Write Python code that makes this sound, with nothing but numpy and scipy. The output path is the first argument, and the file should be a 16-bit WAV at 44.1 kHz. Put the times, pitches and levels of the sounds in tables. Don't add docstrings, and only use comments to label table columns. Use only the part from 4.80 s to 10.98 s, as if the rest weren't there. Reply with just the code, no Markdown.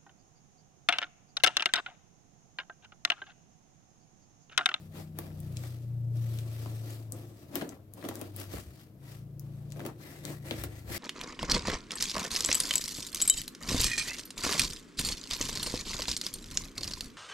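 import sys
import numpy as np
from scipy import signal
from scipy.fft import rfft, irfft, next_fast_len
from scipy.io import wavfile
from scipy.ndimage import uniform_filter1d, map_coordinates

SR = 44100
rng = np.random.default_rng(int(sys.argv[2]) if len(sys.argv) > 2 else 0)


def output_pcm(signal):
    pcm = np.clip(np.atleast_2d(signal).T, -1, 1) * 32767
    wavfile.write(sys.argv[1], SR, np.round(pcm).astype(np.int16))


N = 272538

# frequency in Hz, relative density in dB per Hz.
AIR_SPECTRUM = [(20, -30), (45, -16), (95, 13), (200, 4), (320, -11), (600, -20), (1000, -19.5),
                (3000, -28.5), (9000, -36), (13500, -24), (16000, -36)]
# frequency in Hz, correlation from 0 to 1.
LEFT_RIGHT_LIKENESS = [(130, 0.97), (290, 0.89), (640, 0.54), (1400, 0), (3000, 0)]
# frequency in Hz, 60 dB decay time in seconds.
ROOM_DECAY = [(200, 0.36), (14000, 0.1)]
# time in seconds, firing rate in Hz.
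FIRING_RATE = [(0, 31.4), (.45, 30.9), (.75, 30.1), (1, 29.85), (1.43, 28.95), (2.42, 27.45), (3.75, 24.5),
               (4.33, 27.9), (5.1, 29.35), (5.56, 29.4), (5.75, 27.1), (6.17, 25.1)]
# time in seconds, level in dB.
THIRD_ORDER_LEVEL = [(0, -54.5), (.68, -44.5), (1.1, -52), (1.85, -52.5), (2.3, -72), (5.35, -68),
                     (5.7, -52)]
# time in seconds, level in dB.
FOURTH_ORDER_LEVEL = [(.45, -62), (.77, -38.5), (1, -40.5), (1.398, -29), (1.7, -38), (2.05, -40),
                      (2.48, -46.5), (2.7, -63), (3.2, -58), (3.6, -45), (4.05, -61), (4.3, -49.5),
                      (5.1, -48), (5.27, -74), (5.5, -49)]
# time in seconds, level in dB.
FIFTH_ORDER_LEVEL = [(0, -51.5), (.7, -43), (.92, -60), (1.15, -48.5), (2.4, -58.5), (3, -62), (4.1, -57),
                     (4.42, -47), (4.95, -45), (5.3, -57.5), (5.5, -46), (6.17, -55.5)]
# frequency in Hz, relative density in dB per Hz.
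CLATTER_SPECTRUM = [(100, -10.5), (200, 4), (340, 1), (650, -5), (1100, -30), (3000, -29.5)]
# start in seconds, level in dB before the slow rise.
LID_FLEXES = [(3.74, -28.5), (3.859, -33), (5.788, -28), (5.86, -30), (6.07, -27.5)]
# centre in Hz, width in Hz, gain in dB.
BOX_MODES = [(178, 74, -4), (259.5, 42, 2.5), (285, 25.6, 6.5), (345.3, 29.6, 5.5), (443, 28, -1.5),
             (526, 80, -3), (660, 147, -3.5), (965, 665, -12), (1163, 237, -10)]
# start in seconds, relative level in dB, relative crunch level in dB.
BOX_KNOCKS = [(0.387, -27, -16.5), (0.836, -41, -5.5), (1.859, -31.5, -21.5), (2.756, -25.5, -9),
              (2.814, -26, -16.5), (2.821, -24, -19.5), (3.240, -25.5, -19), (3.250, -29, -12),
              (3.287, -26, -14), (3.414, -29.5, -13.5), (3.735, -25, -27), (4.994, -33, -15),
              (5.051, -28.5, -12.5), (5.062, -26, -14.5), (5.709, -25.5, -13), (5.837, -29.5, -7.5)]
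# start in seconds, relative level in dB, centre in Hz.
TAPE_SNAPS = [(0.3886, -24, 10500), (0.603, -38.5, 9500), (0.7702, -30.5, 5000), (1.5878, -34, 4500),
              (2.1062, -39, 6900), (2.322, -25.5, 10000), (2.7556, -18, 12500), (2.812, -30, 1700),
              (2.816, -29.5, 1300), (2.892, -33.5, 6000), (3.1375, -34, 13700), (3.288, -26.5, 11400),
              (3.290, -35, 3500), (3.3554, -30, 11000), (3.394, -40, 12700), (3.414, -29.5, 11600),
              (3.5635, -29, 13200), (3.569, -36, 12900), (3.6013, -32, 12500), (4.596, -33, 13500),
              (4.904, -48.5, 4200), (4.914, -49, 4600), (4.9216, -35, 5500), (5.004, -35, 1600),
              (5.0638, -29.5, 12700), (5.4522, -26.5, 5000), (5.7100, -20.5, 1700), (5.8386, -24, 11000)]
# centre in Hz, left over right in dB.
SNAP_LEAN = [(1600, 4.5), (4500, 10), (12000, 14)]
# frequency in Hz, relative density in dB per Hz.
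HISS_SPECTRUM = [(1000, -19), (2500, -3), (4800, -0.5), (7000, -3), (8500, -1), (9900, -6.5), (12500, 0),
                 (16000, -6.5)]
# frequency in Hz, relative density in dB per Hz.
RASP_SPECTRUM = [(300, -13), (800, -10.5), (1300, -3.5), (1900, -3.5), (3300, -7), (6000, -15.5),
                 (16000, -14.5)]
# start in seconds, length in seconds, relative hiss and board levels in dB.
HAND_SLIDES = [(0, 0.033, -64, -57), (.5, 0.41, -64.5, -53), (.79, 0.11, -57, -61), (1.01, 0.041, -68, -61),
               (1.36, 0.65, -57.5, -52.5), (1.81, 0.028, -56, -47.5), (1.88, 0.26, -81.5, -59),
               (2.04, 0.11, -55.5, -47), (2.33, 0.079, -59.5, -44.5), (2.5, 0.21, -67.5, -55)]
# start in seconds, length in seconds, relative hiss and board
# levels in dB.
BLADE_PUSHES = [(.16, 0.039, -56, -45), (.39, 0.082, -61, -48), (2.75, 0.038, -52, -39),
                (2.85, 0.099, -66, -48.5), (3.18, .05, -61.5, -46.5), (3.25, 0.21, -59.5, -45.5),
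                (3.595, 0.025, -49.5, -45), (3.72, 0.069, -51, -48), (3.86, 0.12, -69, -63),
                (4.01, 0.018, -64, -77), (4.24, 0.11, -60.5, -54), (4.62, 0.37, -72.5, -60),
                (4.97, 0.11, -62.5, -44), (5.21, 0.18, -58.5, -51), (5.455, 0.065, -53, -42.5),
                (5.665, 0.092, -52, -44), (5.78, 0.018, -49, -47), (5.92, 0.076, -58.5, -55),
                (6.1, 0.22, -47.5, -42.5)]

TOP_HZ = 15950
PORT_LAG = SR // 5000
SECOND_ORDER_DB, SIXTH_ORDER_DB, SEVENTH_ORDER_DB = -13, -10.5, -12.5
CRACK_T60, CRACK_CYCLES = .0016, 8
HAND_BITE_DB, BLADE_BITE_DB = -3.5, -1.5
TEAR_DB = -13.5
REST_BOARD_DB = -64.5


def amp(db):
    return 10 ** (np.asarray(db) / 20)


def unit(x):
    return x / np.sqrt(np.mean(x ** 2) + 1e-20)


def along(points, hz):
    f, v = np.transpose(points)
    return np.interp(np.log(hz + 1), np.log(f + 1), v)


def curves(rows):
    s, *cols = np.transpose(rows)
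    return [np.interp(np.arange(N) / SR, s, c) for c in cols]


def wobble(rate):
    knots = rng.standard_normal(int(N * rate / SR) + 4)
    return map_coordinates(knots, [np.arange(N) * rate / SR])


def filtered(x, response):
    n = x.shape[-1]
    m = next_fast_len(n + SR // 4)
    return irfft(rfft(x, m) * response(np.fft.rfftfreq(m, 1 / SR)), m)[..., :n]


def coloured(x, spectrum):
    return filtered(x, lambda hz: amp(along(spectrum, hz)))


def resonate(x, modes):
    def response(f):
        total = 0
        for k, (centre, width, db) in enumerate(modes):
            damping = 1j * f * width
            total = total + (-1) ** k * amp(db) * damping / (centre * centre - f * f + damping)
        return total
    return filtered(x, response)


def spread(pair):
    def mid_side_weights(hz):
        angle = np.arccos(np.clip(along(LEFT_RIGHT_LIKENESS, hz), -1, 1)) / 2
        return np.array([np.cos(angle), np.sin(angle)])
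    mid, side = filtered(pair, mid_side_weights)
    return np.array([mid + side, mid - side])


def diffuse_noise(n):
    return spread(rng.standard_normal((2, n)))


def pan(left_db):
    return amp([[left_db / 2], [-left_db / 2]])


def lagged(x):
    return np.array([x, np.roll(x, PORT_LAG)])


def add(track, s, sound):
    part = track[:, max(round(s * SR), 0):][:, :sound.shape[-1]]
    part += sound[..., :part.shape[-1]]


def roomy(x, wet_db):
    hz, t, z = signal.stft(rng.standard_normal((2, SR // 2)), SR, nperseg=256)
    decay = amp(-60 * t / along(ROOM_DECAY, hz)[:, None])
    tail = spread(signal.istft(z * decay, SR, nperseg=256)[1])
    echo = signal.fftconvolve(x[:1], tail / np.linalg.norm(tail[0]), axes=1)
    return x + amp(wet_db) * echo[:, :x.shape[-1]]


def reflected(x, echo_db, count=10):
    walls = np.zeros((2, SR // 70))
    for port in walls:
        delays = rng.integers(SR // 1000, len(port), count)
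        port[delays] = amp(echo_db) * rng.choice([-1, 1], count)
    walls[:, 0] = 1
    return unit(signal.fftconvolve(x, walls, axes=1)[:, :N])


def room_air(drone_hz=313):
    drone = np.sin(2 * np.pi * drone_hz * np.arange(N) / SR + .5 * wobble(8.3))
    air = unit(coloured(diffuse_noise(N), AIR_SPECTRUM))
    return (amp(-56) * air + amp(-63.0) * drone) * pan(3.0)


def engine(firing_wander=0.0027, sway_db=0.92, clatter_db=-56, clatter_follows=0.33, throb=0.22):
    firing_hz, = curves(FIRING_RATE)
    phase = 2 * np.pi * np.cumsum(firing_hz * (1 + firing_wander * wobble(20))) / SR
    third, = curves(THIRD_ORDER_LEVEL)
    fourth, = curves(FOURTH_ORDER_LEVEL)
    fifth, = curves(FIFTH_ORDER_LEVEL)
    levels_db = [fifth + SECOND_ORDER_DB, third, fourth, fifth,
                 fifth + SIXTH_ORDER_DB, fifth + SEVENTH_ORDER_DB]
    hum = np.zeros(N)
    for order, db in enumerate(levels_db, 2):
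        gain = amp(db + sway_db * wobble(6.5))
        hum += gain * np.cos(order * phase + 2 * np.pi * rng.random())
    clatter = coloured(diffuse_noise(N), CLATTER_SPECTRUM)
    clatter = unit(clatter * (1 + throb * np.cos(phase)))
    loudest_db = np.max(levels_db, axis=0)
    clatter *= amp(clatter_db + clatter_follows * (loudest_db - loudest_db.max()))
    return (np.sqrt(2) * hum + clatter) * pan(2.96)


def lid(hz=69, t60=0.19, rise=0.025):
    out, t = np.zeros((2, N)), np.arange(SR // 2) / SR
    for s, db in LID_FLEXES:
        sway = np.sin(2 * np.pi * hz * (1 + 0.038 * rng.standard_normal()) * t)
        envelope = amp(db - 60 * t / t60) * (1 - np.exp(-t / rise))
        add(out, s, envelope * sway * pan(1.7))
    return out


def knocks(push_t60=0.009, crunch_t60=0.041, detune=0.031):
    out, t = np.zeros((2, N)), np.arange(SR // 3) / SR
    for s, db, crunch_db in BOX_KNOCKS:
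        modes = [(hz * (1 + detune * rng.standard_normal()), width, gain_db)
                 for hz, width, gain_db in BOX_MODES]
        thud = resonate(diffuse_noise(len(t)) * amp(-60 * t / push_t60), modes)
        crunch = coloured(diffuse_noise(len(t)), RASP_SPECTRUM) * amp(-60 * t / crunch_t60)
        blow = amp(-25.5) * unit(thud) * pan(4.5)
        blow = blow + amp(crunch_db - 20.5) * unit(crunch) * pan(5.7)
        add(out, s, amp(db) * roomy(blow, wet_db=-7.0))
    return out


def snaps(scatter_t60=0.039, scatter_db=-19, width=1.46):
    out, t = np.zeros((2, N)), np.arange(SR // 3) / SR
    for s, db, hz in TAPE_SNAPS:
        crack = rng.standard_normal(len(t)) * amp(-60 * t / (CRACK_T60 + CRACK_CYCLES / hz))
        direct = pan(along(SNAP_LEAN, hz)) * lagged(crack)
        scatter = rng.standard_normal((2, len(t))) * amp(scatter_db - 60 * t / scatter_t60)
        film = [(hz, hz * width, 0)]
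        snap = resonate(resonate(direct + scatter, film), film)
        add(out, s, amp(db - 28.5) * roomy(unit(snap), wet_db=-10))
    return out


def strokes(rows, attack_db_per_s, arch_db, release_db_per_s):
    power, now = np.zeros((2, N)), np.arange(N) / SR
    for start, length, hiss_db, board_db in rows:
        t = now - start
        travel = np.clip(2 * t / length - 1, -1, 1)
        attack = attack_db_per_s * np.minimum(t, 0)
        release = release_db_per_s * np.maximum(t - length, 0)
        shape_db = attack - arch_db * travel ** 2 - release
        power += (amp([[hiss_db], [board_db]]) * amp(np.maximum(shape_db, -120))) ** 2
    return power


def friction(rate, spread_db, grain_db):
    sizes = amp(spread_db * np.minimum(rng.exponential(size=N), 3))
    slips = (rng.random(N) < rate / SR) * rng.choice([-1, 1], N) * sizes
    return diffuse_noise(N) + amp(grain_db) * pan(9.4) * unit(lagged(slips))


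def shifting(x, depth_db):
    z = signal.stft(x, nperseg=512)[2]
    field = uniform_filter1d(rng.standard_normal(z.shape[1:]), size=9, axis=0)
    field = uniform_filter1d(field, size=14, axis=1)
    return unit(signal.istft(z * amp(depth_db * unit(field)), nperseg=512)[1][:, :N])


def crackle(rate, spread_db):
    ticks = (rng.random(N) < rate / SR) * amp(spread_db * rng.uniform(-0.64, 1, N))
    return unit(coloured(lagged(ticks), HISS_SPECTRUM))


def fibres(rate=170, hz=1100, scatter_octaves=0.87, cycles=7, spread_db=4, clump_db=4.0):
    out, t = np.zeros((2, N)), np.arange(SR // 50) / SR
    for when, pitch, size, side in rng.standard_normal((int(rate * N / SR), 4)):
        grain_hz = min(hz * 2 ** (scatter_octaves * pitch), TOP_HZ)
        envelope = amp(spread_db * np.clip(size, -2, 2) - 60 * t * grain_hz / cycles)
        grain = np.sin(2 * np.pi * grain_hz * t) * envelope
        add(out, (when % 1) * N / SR, grain * pan(2 * side))
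    return unit(out * amp(clump_db * np.clip(wobble(45), -2, 2)))


def sliding(slit_s=5.2, slit_hz=1900):
    hand, hand_board = strokes(HAND_SLIDES, attack_db_per_s=463, arch_db=3.0, release_db_per_s=104)
    blade, blade_board = strokes(BLADE_PUSHES, attack_db_per_s=356, arch_db=0.5, release_db_per_s=189)
    hiss_gain = np.sqrt(hand + blade)
    rasp_gain = np.sqrt(hand * amp(HAND_BITE_DB) ** 2 + blade * amp(BLADE_BITE_DB) ** 2)
    board_gain = np.sqrt(hand_board + blade_board + amp(REST_BOARD_DB) ** 2)
    grip_db = 1.5 * wobble(16) + 1.4 * wobble(130)

    rub = coloured(friction(rate=900, spread_db=-13.5, grain_db=-7.0), HISS_SPECTRUM)
    hiss = shifting(rub, depth_db=1.97) + amp(-10.0) * crackle(rate=40, spread_db=6.0)

    scrape = friction(rate=500, spread_db=4, grain_db=-0.5)
    in_seam = np.clip((np.arange(N) / SR - slit_s) * 20, 0, 1)
    open_rasp = unit(coloured(scrape, RASP_SPECTRUM))
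    papery_rasp = amp(-1.0) * unit(resonate(scrape, [(slit_hz, 560, 0)]))
    rasp = (1 - in_seam) * open_rasp + in_seam * papery_rasp

    surface = hiss_gain * reflected(hiss, echo_db=-17.0) + rasp_gain * reflected(rasp, echo_db=-15)
    rumble = unit(resonate(friction(rate=150, spread_db=-1, grain_db=-7.0), BOX_MODES))
    board = board_gain * amp(1.53 * wobble(25)) * rumble
    tearing = amp(TEAR_DB) * np.sqrt(blade_board) * reflected(fibres(), echo_db=-8.5) * pan(12)
    return (amp(grip_db + 2.0) * surface + amp(-2.5) * board) * pan(0.74) + tearing


def scene():
    return room_air() + engine() + lid() + knocks() + snaps() + sliding()


def record(dry):
    return filtered(dry, lambda hz: hz < TOP_HZ)


dry = scene()
out = record(dry)
output_pcm(out)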